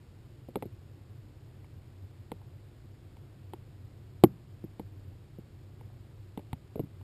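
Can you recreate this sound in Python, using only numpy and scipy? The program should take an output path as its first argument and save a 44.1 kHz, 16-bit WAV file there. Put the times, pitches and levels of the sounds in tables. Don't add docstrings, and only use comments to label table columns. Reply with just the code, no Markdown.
import sys
import numpy as np
from scipy import signal
from scipy.fft import rfft, irfft
from scipy.io import wavfile
from scipy.ndimage import uniform_filter1d

SR = 44100
rng = np.random.default_rng(int(sys.argv[2]) if len(sys.argv) > 2 else 0)


def inscribe(sig):
    pcm = np.round(np.clip(np.atleast_2d(sig).T, -1, 1) * 32767)
    wavfile.write(sys.argv[1], SR, pcm.astype(np.int16))


N = 310023

# frequency in Hz, relative level in dB.
HISS_SPECTRUM = [(100, 4), (700, 0.5), (1500, -3.5), (3000, -7), (4500, -8.5), (6000, -8.5)]
# frequency in Hz, relative level in dB.
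HUM_SPECTRUM = [(20, -27), (40, -11.5), (70, -9), (98, -1), (135, -5), (165, -16.5), (250, -20.5),
                (335, -17.5), (450, -26), (800, -37), (2000, -65.5)]
# frequency in Hz, relative level in dB.
CRACK_SPECTRUM = [(300, -19.5), (800, -3), (1100, 7), (1400, -1.5), (1800, -6.5), (2150, 4), (2500, -0.5),
                  (2900, 0), (3400, -4), (4200, -8), (5000, -20), (6000, -25)]
# frequency in Hz before the pitch factors, relative level in dB,
# 60 dB decay time in seconds, direction of swing at the microphone as a sign.
HOUSING_MODES = [ (123, -24, .176, -1), (150, -8.1, .046, -1), (237, -9.8, .049, 1), (304, -6.8, .057, -1),
                 (352, .5, .039, 1), (421, -19.6, .056, -1), (456, -15.6, .044, 1), (670, -16.5, .022, 1),
                 (770, -31, .055, -1), (817, -10.5, .018, -1), (1076, -13, .013, -1), ]
# time of the ring in seconds, relative level in dB,
# hardness of the contact as dB of crack, thump in dB, pitch factor of the body.
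SLIP_EVENTS = [ (0.486, -40.5, -3, 11, 1.52), (0.5569, -22, 4, -0.5, 1.158), (0.5681, -32.5, -6, 10, 1.46),
               (0.6241, -29.5, 6.5, 1, 1.4), (0.631, -34, -2, 5, 1.24), (0.6552, -33, -13, 6, 1.03),
               (1.6443, -66, 27, 0, 1.0), (2.3175, -32, 10, 7.5, 1.36), (2.4156, -60.5, 15.5, 0, 1.0),
               (3.169, -59.5, 19, 7, 1.2), (3.5349, -32, 6, -4, 1.03), (4.2377, 0, 0, 0, 1.0),
               (4.6404, -30, -30, 5.5, 0.98), (4.7960, -34.5, 5.5, 11.5, 1.34),
               (5.3854, -37, -12, 10, 0.98), (5.8103, -49, 11.5, -6, 1.36), (5.9010, -52, -3, -3, 0.93),
               (6.375, -34.5, 8, 13, 1.26), (6.3927, -45.5, 8, 9, 1.67), (6.5304, -29, 7.5, 11.5, 0.67),
               (6.7569, -29, -6, 4.5, 1.21), (6.7763, -34.5, -18, -2, 1.4), (6.7944, -26, -3.5, 9, 1.25),
               (6.8003, -24.5, -17.5, 8.5, .87), (6.836, -33, -22, 9, 0.83), (7.0123, -59.5, 19, 1, 1.0), ]

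HOLD_HZ = 12000
TOP_HZ = 14900
KNOCK_DB_PER_HARD_DB, KNOCK_DB_PER_LIGHT_DB = 0.3333, 0.2026
WALL_PITCH_PER_HARD_DB, WALL_PITCH_MAX = 0.03, 1.1


def undb(db):
    return 10 ** (np.asarray(db) / 20)


def level(x, db):
    return x * undb(db) / np.sqrt(np.mean(x ** 2))


def fade(t, t60):
    return np.exp(-np.log(1000) * t / t60)


def colour(x, points):
    hz, db = np.transpose(points)
    size = 2 * len(x)
    freqs = np.maximum(np.fft.rfftfreq(size, 1 / SR), 1)
    log_gain = np.log(undb(np.interp(np.log(freqs), np.log(hz), db)))
    cepstrum = irfft(log_gain)
    cepstrum[1:len(x)] *= 2
    response = np.exp(rfft(cepstrum[:len(x)], size))
    return irfft(rfft(x, size) * response)[:len(x)]


def resonate(x, hz, width_hz):
    b, a = signal.iirpeak(hz, hz / width_hz, fs=SR)
    return signal.lfilter(b, a, x)


def resonate_twice(x, hz, width_hz):
    return resonate(resonate(x, hz, width_hz), hz, width_hz)


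def walk(rate):
    k = int(SR / rate)
    steps = np.repeat(rng.standard_normal(N // k + 1), k)
    smooth = uniform_filter1d(uniform_filter1d(steps, k), k)
    return 1.4 * smooth[:N]


def hiss():
    return level(colour(rng.standard_normal(N), HISS_SPECTRUM), -64)


def hum(drone_hz=96, drone_width_hz=8, drone_db=-56, box_db=-51.0, waver_db=0.32):
    box = level(colour(rng.standard_normal(N), HUM_SPECTRUM), box_db)
    drone = level(resonate_twice(rng.standard_normal(N), drone_hz, drone_width_hz), drone_db)
    waver = undb(waver_db * walk(5.5))
    return (box + drone) * waver


def mount(t, thump_db, shake_db=-42, shake_t60=0.25, panel_db=-54, panel_t60=0.046):
    shake = resonate_twice(rng.standard_normal(len(t)), 140, 90)
    panels = resonate_twice(rng.standard_normal(len(t)), 645, 500)
    spread = 1 - fade(t, .05)
    shake = level(spread * shake * fade(t, shake_t60), shake_db + thump_db)
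    panels = level(spread * panels * fade(t, panel_t60), panel_db)
    return shake + panels


def contact(db, hard_db):
    knock_db = KNOCK_DB_PER_HARD_DB * hard_db - KNOCK_DB_PER_LIGHT_DB * db
    wall_pitch = min(1 + WALL_PITCH_PER_HARD_DB * hard_db, WALL_PITCH_MAX)
    return knock_db, wall_pitch


def housing(t, thump_db, knock_db, body_pitch, wall_pitch):
    out = 0
    for hz, db, t60, swing in HOUSING_MODES:
        thumps = hz < 270
        knocks = 600 < hz < 1000
        pitch = wall_pitch if hz > 600 else body_pitch
        tone = swing * np.sin(2 * np.pi * hz * pitch * t)
        gain = undb(db + thumps * thump_db + knocks * knock_db)
        out = out + gain * tone * fade(t, t60)
    return out


def crack(t, length_s=0.003, ending=1.1, grit_db=3, body_db=-41, snap_s=0.0006, snap_db=18):
    grains = rng.standard_normal(len(t)) * undb(grit_db * rng.standard_normal(len(t)))
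    grains = grains * np.exp(-(t / length_s) ** ending)
    snap = undb(snap_db) * (np.arange(len(t)) == int(snap_s * SR))
    return level(colour(snap + grains, CRACK_SPECTRUM), body_db)


def slips(lag_s=0.00045):
    t = np.arange(SR // 4) / SR
    out = np.zeros(N + 2 * len(t))
    for s, db, hard_db, thump_db, body_pitch in SLIP_EVENTS:
        start = int((s - lag_s) * SR)
        knock_db, wall_pitch = contact(db, hard_db)
        ring = housing(np.maximum(t - lag_s, 0), thump_db, knock_db, body_pitch, wall_pitch)
        slip = undb(hard_db) * crack(t) + ring + mount(t, thump_db)
        out[start:start + len(t)] += undb(db) * slip
    return out[:N]


def scene():
    return (hiss() + hum() + slips())[None]


def record(dry, band_hz=5450):
    x = signal.sosfilt(signal.butter(N=10, Wn=band_hz, fs=SR, output="sos"), dry)
    sampled = signal.resample_poly(x, HOLD_HZ, SR, axis=1)
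    steps = np.repeat(sampled, 4, axis=1)
    x = signal.resample_poly(steps, SR, 4 * HOLD_HZ, axis=1)[:, :N]
    return signal.sosfilt(signal.ellip(8, .2, 70, TOP_HZ, fs=SR, output="sos"), x)


dry = scene()
out = record(dry)
inscribe(out)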